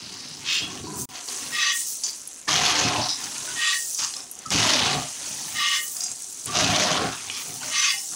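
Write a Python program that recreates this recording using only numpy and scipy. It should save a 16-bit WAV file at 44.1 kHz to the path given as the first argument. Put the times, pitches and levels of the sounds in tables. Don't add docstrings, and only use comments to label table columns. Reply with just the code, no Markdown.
import sys
import numpy as np
from scipy import signal
from scipy.io import wavfile
from scipy.ndimage import uniform_filter1d

SR = 44100
rng = np.random.default_rng(int(sys.argv[2]) if len(sys.argv) > 2 else 0)


def wrap_up_sound(samples):
    columns = np.atleast_2d(samples).T
    tamed = np.clip(columns, -1, 1)
    steps = np.round(tamed * 32767).astype(np.int16)
    wavfile.write(sys.argv[1], SR, steps)


N = 359415
T = np.arange(N) / SR


# pitch in Hz, level in dB per Hz.
MURK_SPECTRUM = [(35, -1), (90, -9), (300, 4), (500, -2.5), (800, -2), (1500, -5.5), (3000, -7)]

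# pitch in Hz, width in Hz before damping, level in dB.
FLOOR_MODES = [(79.8, 9.5, -7), (108.2, 9.4, -0.5), (148, 18, -0.5), (198, 37, -4.5), (252.7, 15.5, 0.5),
               (297.6, 19.8, 0.5), (388.5, 90, -4.5)]
# start in seconds, peak level in dB.
THUMPS = [(0.019, -43), (0.626, -39), (0.808, -31.5), (1.008, -30.5), (2.845, -18.5), (2.98, -28.5),
          (3.519, -47), (4.01, -45), (4.542, -19), (4.46, -37.5), (4.948, -26), (5.538, -38),
          (6.088, -46.5), (6.618, -21.5), (6.69, -22), (7.041, -23), (7.49, -36), (7.56, -42)]

# time in seconds, flow level in dB.
TRICKLE = [(0.0, -51), (0.59, -47), (0.88, -47.5), (1.02, -32.5), (1.11, -52.5), (1.31, -34.5),
           (1.7, -41.5), (1.77, -30), (2.45, -47.5), (2.5, -45), (3.09, -38.5), (3.93, -32), (4.45, -50.5),
           (4.52, -37), (4.9, -37.5), (5.83, -37.5), (6.99, -40.5), (8.15, -34.5)]
# start in seconds, length in seconds, level in dB.
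POURS = [(0.473, 0.06, -41), (.94, 0.064, -32.5), (1.25, 0.31, -45), (1.7, .2, -31.5), (3.42, 0.2, -52),
         (3.705, 0.18, -31.5), (5.22, .4, -40), (5.682, 0.28, -32), (7.32, 0.38, -40.5),
         (7.858, 0.17, -34.5)]
POUR_ATTACK_S, POUR_FALL_DB_PER_S = 0.07, 146
# pitch in Hz, level in dB per Hz.
CHIPS_SPECTRUM = [(2500, -22), (4000, -9.5), (5200, -5), (6400, 5.5), (8000, -1), (9600, 1.5), (11000, -12),
                  (12500, -60), (15000, -30)]
GRIT_SPECTRUM = [(7000, 4), (10000, 8), (11500, -11), (13000, -16), (14000, 0.5), (15200, 8)]
CHIPS_DB, MEAN_FLOW_DB = 2.5, -39
GRIT_DB, GRIT_FOLLOWS = -49, 0.77

# start in seconds, length in seconds, level in dB, pitch in Hz.
GRINDS = [(0.01, 0.36, -40, 4940), (0.808, .12, -42.5, 4830), (2.032, 0.049, -26, 5880),
          (3.006, 0.12, -24.5, 4910), (3.963, 0.092, -25, 6150), (5.235, 0.21, -36, 5600),
          (5.997, 0.07, -27, 6180), (7.303, 0.082, -36, 2900), (7.305, 0.083, -35.5, 5360)]
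GRIND_ATTACK_S, GRIND_FALL_DB_PER_S = 0.012, 300

# start in seconds, peak level in dB, middle pitch in Hz.
CLINKS = [(1.285, -20, 4660), (2.4144, -26, 7380), (2.0363, -10, 6050), (2.1585, -24, 7210),
          (2.2747, -18, 9860), (3.24, -16, 6200), (3.3817, -15, 6320), (3.9469, -12, 6120),
          (4.1385, -19, 4520), (4.1654, -19, 5260), (4.2043, -23, 5350), (4.3131, -20, 9090),
          (4.3894, -21, 6910), (4.4613, -23, 6320), (4.5047, -9, 5960), (5.9668, -17, 6820),
          (6.0067, -11, 5860), (6.0382, -15, 6560), (6.1155, -17, 6630), (6.2208, -22, 8500),
          (6.2427, -20, 6510), (6.3245, -23, 8250), (6.4582, -15, 8830), (7.2993, -15, 2970)]

# start in seconds, middle pitch in Hz, peak level in dB, time in seconds to die by 60 dB.
TWANGS = [(0.615, 3370, -27, 0.25), (0.869, 1005, -33.5, 1), (2.475, 1760, -23, .12),
          (2.485, 1158, -22.5, .25), (3.476, 1480, -33.5, 0.25), (4.453, 1256, -28, 0.2),
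          (5.601, 1179, -25.5, 0.53), (6.481, 1153, -28.5, 1), (7.631, 1467, -31, 0.12),
          (7.94, 796, -40.5, 0.4), (7.979, 5300, -27, 0.29)]

# pitch in Hz, width in Hz before damping, level in dB.
BLADE_FLAT = [(2355, 30, -10.5), (2584, 116, -4), (2924, 68, 3), (3424, 125, -3.5), (3910, 69, -1),
              (4600, 120, -8.5), (4820, 50, -3.5), (5230, 126, -4.5), (5550, 65, -5), (6080, 120, -2.5),
              (6560, 52, -6.5), (7270, 130, -8.5)]
BLADE_EDGE = [(2570, 36, 6.5), (2740, 29, 7), (2865, 49, 2), (3160, 40, -1), (3380, 30, 0),
              (3660, 41, -0.5), (4260, 100, -1), (5150, 250, -7), (6000, 140, -10), (7250, 200, -9)]
BLADE_FLEX = [(1097, 81, 1), (1165, 33, 7.5), (1540, 42, -3.5)]
BLADE_MAIN = [(1790, 48, -9), (1879, 12.5, 9), (1923, 58, -6)]
BLADE_UPPER = [(2105, 20, 7), (2090, 32, -5)]
# pitch in Hz, level in dB per Hz.
FRICTION_SPECTRUM = [(1000, -15), (1500, -8.5), (2500, -2), (3200, 2), (5000, -2.5), (6500, -5),
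                     (8000, -26), (12000, -32)]
EDGE_START_S, EDGE_LENGTH_S, EDGE_ATTACK_S, EDGE_DB, EDGE_FALL_DB_PER_S = 0.4225, 0.16, 0.08, -25, 213
EDGE_RING_LAG_S, EDGE_RING_FALL_DB_PER_S = 0.018, 170
# start in seconds, length in seconds, then friction, main ring and upper ring levels in dB.
DRAGS = [(1.499, 0.21, -22.5, -25.5, -34.5), (3.539, 0.19, -24, -25, -48), (5.519, 0.24, -23.5, -29.5, -31),
         (7.684, .22, -21.5, -34.5, -30.5)]
DRAG_ATTACK_S, FRICTION_FALL_DB_PER_S, HIGH_MODES_FALL_DB_PER_S = 0.12, 292, 196
RING_ATTACK_S, RING_HOLD_S, RING_FALL_DB_PER_S = 0.08, 0.029, 256

# start in seconds, length in seconds, attack in seconds,
# then crunch, hollow knocking and floor rumble levels in dB.
THRUSTS = [(2.471, 0.55, 0.012, -23.5, -26, -33.5), (4.5, 0.47, 0.023, -22.5, -27.5, -30.5),
           (6.507, 0.55, 0.063, -24, -24, -31.5)]
SLOWING_DB, SLOWING_POWER, BURYING_DB, BURIED_CUT_HZ = 8, 7.7, 3.5, 5740
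CRUNCH_FALL_DB_PER_S, BODY_FALL_DB_PER_S = 73, 167
# start in seconds, length in seconds,
# then crunch, hollow knocking and floor rumble levels in dB.
SHIFTS = [(-.03, 0.6, -44.5, -55.5, -48), (0.593, 0.18, -41, -42, -39), (0.824, 0.17, -52.5, -44.5, -34),
          (1.071, 0.13, -41.5, -45, -56), (1.265, 0.27, -39, -46, -46), (2.022, 0.056, -41.5, -53, -55),
          (3.158, 0.41, -39, -45.5, -47), (3.973, .06, -31, -42, -51.5), (4.142, 0.061, -47, -45.5, -54),
          (4.347, 0.14, -48.5, -51.5, -58), (5.175, 0.41, -41, -48, -48.5), (5.938, 0.16, -47.5, -50, -72),
          (6.448, .1, -37, -41.5, -38), (7.188, 0.23, -41, -48, -50), (7.435, 0.13, -44, -48, -46),
          (7.593, 0.12, -37, -42, -47.5), (8.102, .05, -47.5, -44.5, -50)]
SHIFT_ATTACK_S, SHIFT_FALL_DB_PER_S = 0.03, 188
# crunch, hollow knocking and floor rumble levels in dB.
SETTLING_DB = (-57.5, -61.5, -62)
# pitch in Hz, level in dB per Hz.
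CRUNCH_SPECTRUM = [(900, 1.5), (1400, -3.5), (1800, 0.5), (2300, 0.5), (2900, 1.5), (3700, 1), (4800, 1.5),
                   (6000, 3.5), (7000, -3), (8000, -17), (11000, -14), (15000, -66)]
# pitch in Hz, width in Hz before damping, level in dB.
BURIED_MODES = [(525, 330, -4.5), (625, 66, 1), (733, 72, 3), (863, 78, -1), (1075, 69, -1), (1180, 66, 2),
                (1300, 360, -3)]

CUTOFF_HZ = 15750
DROPOUT_S, RETURN_S = 1.055, 1.089
RECOVERY_S, RECOVERY_DB = 0.055, -4


def from_db(db):
    return 10 ** (np.asarray(db) / 20)


def rms_one(x):
    return x / np.sqrt(np.mean(x ** 2) + 1e-20)


def steady(x, window_s=0.06):
    power = np.abs(uniform_filter1d(x * x, int(window_s * SR)))
    return x / np.sqrt(power + 1e-12)


def band_pass(x, low_hz, high_hz, order=3):
    band = signal.butter(order, [low_hz, min(high_hz, 0.45 * SR)], "band", fs=SR, output="sos")
    return signal.sosfilt(band, x + 1e-18)


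def drift(rate):
    r = np.exp(-80 * np.pi * rate / SR)
    slow = signal.lfilter([1], [1, -2 * r, r * r], rng.standard_normal(N // 40 + 2002))[2000:]
    return np.interp(np.arange(N) / 40, np.arange(len(slow)), rms_one(slow))


def bend(x, speed):
    return np.interp(np.cumsum(speed) / SR, T, x)


def stroke(start, length, attack_s, fall_db_per_s):
    rise = np.sin(np.pi / 2 * np.clip((T - start) / attack_s, 0, 1)) ** 2
    return rise * from_db(-fall_db_per_s * np.clip(T - start - length, 0, 2))


def contacts(per_s, spread_db):
    chance = np.clip(per_s / SR, 1e-4, 1)
    strengths = from_db(spread_db * np.clip(rng.standard_normal(N), -2, 2))
    signed = strengths * rng.choice([-1, 1], N)
    touching = rng.random(N) < chance
    return rms_one(signed * touching / np.sqrt(chance))


def stones(clicks, spectrum, flicker_db):
    hz, db = np.transpose(spectrum)
    edges = 16000 / 2 ** (np.arange(37) / 4)
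    strengths, out = rng.standard_normal(N), 0
    for high, low in zip(edges, edges[1:]):
        if hz[0] < high and low < hz[-1]:
            centre = np.sqrt(low * high)
            band = signal.butter(2, [low, high], "band", fs=SR, output="sos")
            level_db = np.interp(np.log(centre), np.log(hz), db)
            gain = from_db(level_db + flicker_db * drift(14.0))
            own_strengths = np.roll(strengths, rng.integers(N))
            out = out + gain * signal.sosfilt(band, clicks * own_strengths + 1e-18)
    return rms_one(out)


def resonate(force, modes, damping, wander_db):
    out = 0
    for k, (hz, width, db) in enumerate(modes):
        r = np.exp(-np.pi * width * damping / SR)
        poles = [1, -2 * r * np.cos(2 * np.pi * hz / SR), r * r]
        push = force * from_db(db + wander_db * drift(3.87))
        ring = signal.lfilter([(1 - r * r) / 2, 0, (r * r - 1) / 2], poles, push + 1e-18)
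        out = out + (-1) ** k * ring
    return steady(out)


def murk():
    return from_db(-55.5) * stones(np.ones(N), MURK_SPECTRUM, flicker_db=2.7)


def steel_walls(x):
    t60_s, wet_db = 0.3, -12
    t = T[:SR // 2]
    noise = band_pass(rng.standard_normal(len(t)), 200, 8400, order=1)
    echoes = noise * from_db(-60 * t / t60_s) * (t > 0.004)
    wash = signal.fftconvolve(x, echoes / np.linalg.norm(echoes))[:N]
    return x + from_db(wet_db) * wash


def truck_floor(rumble_db):
    drumming = resonate(contacts(500, spread_db=0), FLOOR_MODES, damping=0.73, wander_db=3.5)
    out = rms_one(band_pass(drumming, 41, 680)) * from_db(rumble_db - 2.5 + 1.3 * drift(18))
    t = T[:SR // 4]
    for s, db in THUMPS:
        boom = 0
        for hz, _, mode_db in FLOOR_MODES[:5]:
            pitch = hz * rng.uniform(0.93, 1.127)
            boom = boom + from_db(mode_db) * np.sin(2 * np.pi * (pitch * t + rng.random()))
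        boom = boom * (1 - np.exp(-t / 0.0047)) * from_db(-60 * t / 0.31)
        start = int(s * SR)
        out[start:start + len(t)] += from_db(db) * boom / np.abs(boom).max()
    return out


def spill():
    flow_db = np.interp(T, *np.transpose(TRICKLE))
    swing_db = flow_db - MEAN_FLOW_DB
    poured = 0
    for s, length, db in POURS:
        poured = poured + from_db(db) * stroke(s, length, POUR_ATTACK_S, POUR_FALL_DB_PER_S)
    per_s = 2600 * from_db(0.8 * swing_db)
    spread_db = 1.5
    chips = stones(contacts(per_s, spread_db), CHIPS_SPECTRUM, flicker_db=1.4)
    chips = chips * from_db(flow_db + CHIPS_DB)
    grit_gain = np.hypot(from_db(GRIT_DB + GRIT_FOLLOWS * swing_db), poured)
    grit = stones(contacts(per_s, spread_db), GRIT_SPECTRUM, flicker_db=3.0) * grit_gain
    bounces = stones(contacts(75, spread_db), CHIPS_SPECTRUM[3:7], flicker_db=1)
    return chips + grit + bounces * from_db(0.5 * flow_db - 27)


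def grinds():
    out = 0
    for s, length, level_db, hz in GRINDS:
        modes = [(hz * ratio, 190, db) for ratio, db in [(0.8, 3), (0.93, 3.5), (1.04, 4.5), (1.2, 2)]]
        chatter = resonate(contacts(1000, spread_db=2.5), modes, damping=1, wander_db=2.5)
        gain = from_db(level_db - 1.5 + 2.1 * drift(32))
        out = out + chatter * gain * stroke(s, length, GRIND_ATTACK_S, GRIND_FALL_DB_PER_S)
    return out


def clinks():
    ring_s, crack_s, crack_db = 0.03, 0.013, -3
    out, t = np.zeros(N + SR), T[:SR // 10]
    for s, db, hz in CLINKS:
        pitches = np.minimum(hz * np.exp(0.137 * rng.standard_normal((10, 1))), CUTOFF_HZ)
        tones = np.sin(2 * np.pi * (pitches * t + rng.random((10, 1)))).sum(axis=0)
        ring = rms_one(tones) * from_db(-60 * t / ring_s)
        noise = band_pass(rng.standard_normal(len(t)), 0.8 * hz, 1.5 * hz, order=2)
        crack = rms_one(noise) * from_db(-60 * t / crack_s + crack_db)
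        hit, start = ring + crack, int(s * SR)
        out[start:start + len(t)] += from_db(db) * hit / np.abs(hit).max()
    return out[:N]


def twangs():
    out, t = np.zeros(N + SR), T[:SR // 2]
    for s, hz, db, t60_s in TWANGS:
        pitches = hz * (1 + 0.023 * rng.standard_normal((5, 1)))
        ring = np.sin(2 * np.pi * (pitches * t + rng.random((5, 1)))).sum(axis=0)
        ring = ring * (1 - np.exp(-t / 0.00053)) * from_db(-60 * t / t60_s)
        start = int(s * SR)
        out[start:start + len(t)] += from_db(db) * ring / np.abs(ring).max()
    return out[:N]


def edge_drag():
    slips = contacts(4000, spread_db=0)
    friction = stroke(EDGE_START_S, EDGE_LENGTH_S, EDGE_ATTACK_S, EDGE_FALL_DB_PER_S)
    ringing = stroke(EDGE_START_S + EDGE_RING_LAG_S, EDGE_LENGTH_S - EDGE_RING_LAG_S,
                     EDGE_ATTACK_S, EDGE_RING_FALL_DB_PER_S)
    ring = resonate(slips, BLADE_EDGE, damping=0.55, wander_db=2.0) * ringing
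    rasp = stones(slips, FRICTION_SPECTRUM, flicker_db=0.5) * friction
    return from_db(EDGE_DB) * (from_db(-0.5) * ring + from_db(-1.0) * rasp)


def drags(sag_per_s=0.37, sag_span_s=0.35, waver=0.012):
    friction = lingering = main = upper = stroke_s = 0
    for s, length, friction_db, main_db, upper_db in DRAGS:
        rubbing = stroke(s, length, DRAG_ATTACK_S, FRICTION_FALL_DB_PER_S)
        slow_fall = stroke(s, length, DRAG_ATTACK_S, HIGH_MODES_FALL_DB_PER_S)
        ringing = stroke(s, length + RING_HOLD_S, RING_ATTACK_S, RING_FALL_DB_PER_S)
        friction = friction + from_db(friction_db) * rubbing
        lingering = lingering + from_db(friction_db) * slow_fall
        main = main + from_db(main_db) * ringing
        upper = upper + from_db(upper_db) * ringing
        from_middle_s = T - s - sag_span_s / 2
        stroke_s = stroke_s + from_middle_s * (np.abs(from_middle_s) < sag_span_s / 2)
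    slips = contacts(4000, spread_db=1) * from_db(0.84 * drift(8.8))

    singing = main * resonate(slips, BLADE_MAIN, damping=0.72, wander_db=1.5)
    singing = singing + upper * resonate(slips, BLADE_UPPER, damping=0.72, wander_db=11.0)
    singing = band_pass(bend(singing, 1 + 0.36 * waver * drift(6.5)), 1300, 2700)

    flex = resonate(slips, BLADE_FLEX, damping=0.38, wander_db=6.5)
    flex = band_pass(bend(flex, 1 - sag_per_s * stroke_s), 1135, 1660, order=4)
    high_modes = resonate(slips, BLADE_FLAT, damping=0.5, wander_db=4)
    high_modes = bend(high_modes, 1 + 0.5 * waver * drift(6))
    rasp = stones(slips, FRICTION_SPECTRUM, flicker_db=2.4)

    driven = friction * (from_db(-11.0) * flex + from_db(-4.0) * rasp)
    return from_db(-2.4) * singing + driven + from_db(-1.4) * lingering * high_modes


def heap_effort():
    power, buried = from_db(SETTLING_DB)[:, None] ** 2, 0
    falls = np.array([[CRUNCH_FALL_DB_PER_S], [BODY_FALL_DB_PER_S], [BODY_FALL_DB_PER_S]])
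    for s, length, attack_s, *levels_db in THRUSTS:
        depth = np.clip((T - s) / length, 0, 1)
        push = stroke(s, length, attack_s, falls)
        change_db = np.array([-SLOWING_DB * depth ** SLOWING_POWER, BURYING_DB * (depth - 1), 0 * depth])
        power = power + (from_db(levels_db)[:, None] * from_db(change_db) * push) ** 2
        buried = buried + depth * np.sqrt(push[0])
    for s, length, *levels_db in SHIFTS:
        push = stroke(s, length, SHIFT_ATTACK_S, SHIFT_FALL_DB_PER_S)
        power = power + (from_db(levels_db)[:, None] * push) ** 2
    crunch_db, knock_db, rumble_db = 10 * np.log10(power)
    return crunch_db, knock_db, rumble_db, buried


def heap(crunch_db, knock_db, buried):
    clusters_db = 1.3 * drift(35)
    per_s = 2800 * from_db(0.4 * (crunch_db + 25.5) + 2 * clusters_db)
    crunch = stones(contacts(per_s, spread_db=-4.0), CRUNCH_SPECTRUM, flicker_db=1.95)
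    rattle = resonate(contacts(900, spread_db=-7.5), BLADE_FLAT[:10], damping=4.3, wander_db=2.5)
    knocks = resonate(contacts(600, spread_db=-0.5), BURIED_MODES, damping=1.0, wander_db=6.5)
    stone = (from_db(1.5) * crunch + from_db(-5.0) * rattle) * from_db(crunch_db + clusters_db)
    muffled = signal.sosfiltfilt(signal.butter(2, BURIED_CUT_HZ, fs=SR, output="sos"), stone)
    stone = stone + np.clip(buried ** 2, 0, 1) * (muffled - stone)
    return stone + rms_one(band_pass(knocks, 360, 1720)) * from_db(knock_db - 1.5)


def scene():
    crunch_db, knock_db, rumble_db, buried = heap_effort()
    background = murk() + truck_floor(rumble_db)
    loose_stone = steel_walls(spill() + grinds() + clinks() + heap(crunch_db, knock_db, buried))
    blade = twangs() + edge_drag() + drags()
    mono = background + blade + from_db(-1.45) * loose_stone
    return np.array([mono, mono])


def record(dry):
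    recovery_db = RECOVERY_DB * np.clip(1 - (T - RETURN_S) / RECOVERY_S, 0, 1)
    gate_db = np.where(T < RETURN_S, -40, recovery_db) * (T > DROPOUT_S)
    hollow = 0.6 * signal.lfilter(*signal.iirpeak(13500, 7, fs=SR), dry)
    top_cut = signal.ellip(12, 0.2, 80, CUTOFF_HZ, fs=SR, output="sos")
    return signal.sosfilt(top_cut, from_db(gate_db) * (dry - hollow))


dry = scene()
out = record(dry)
wrap_up_sound(out)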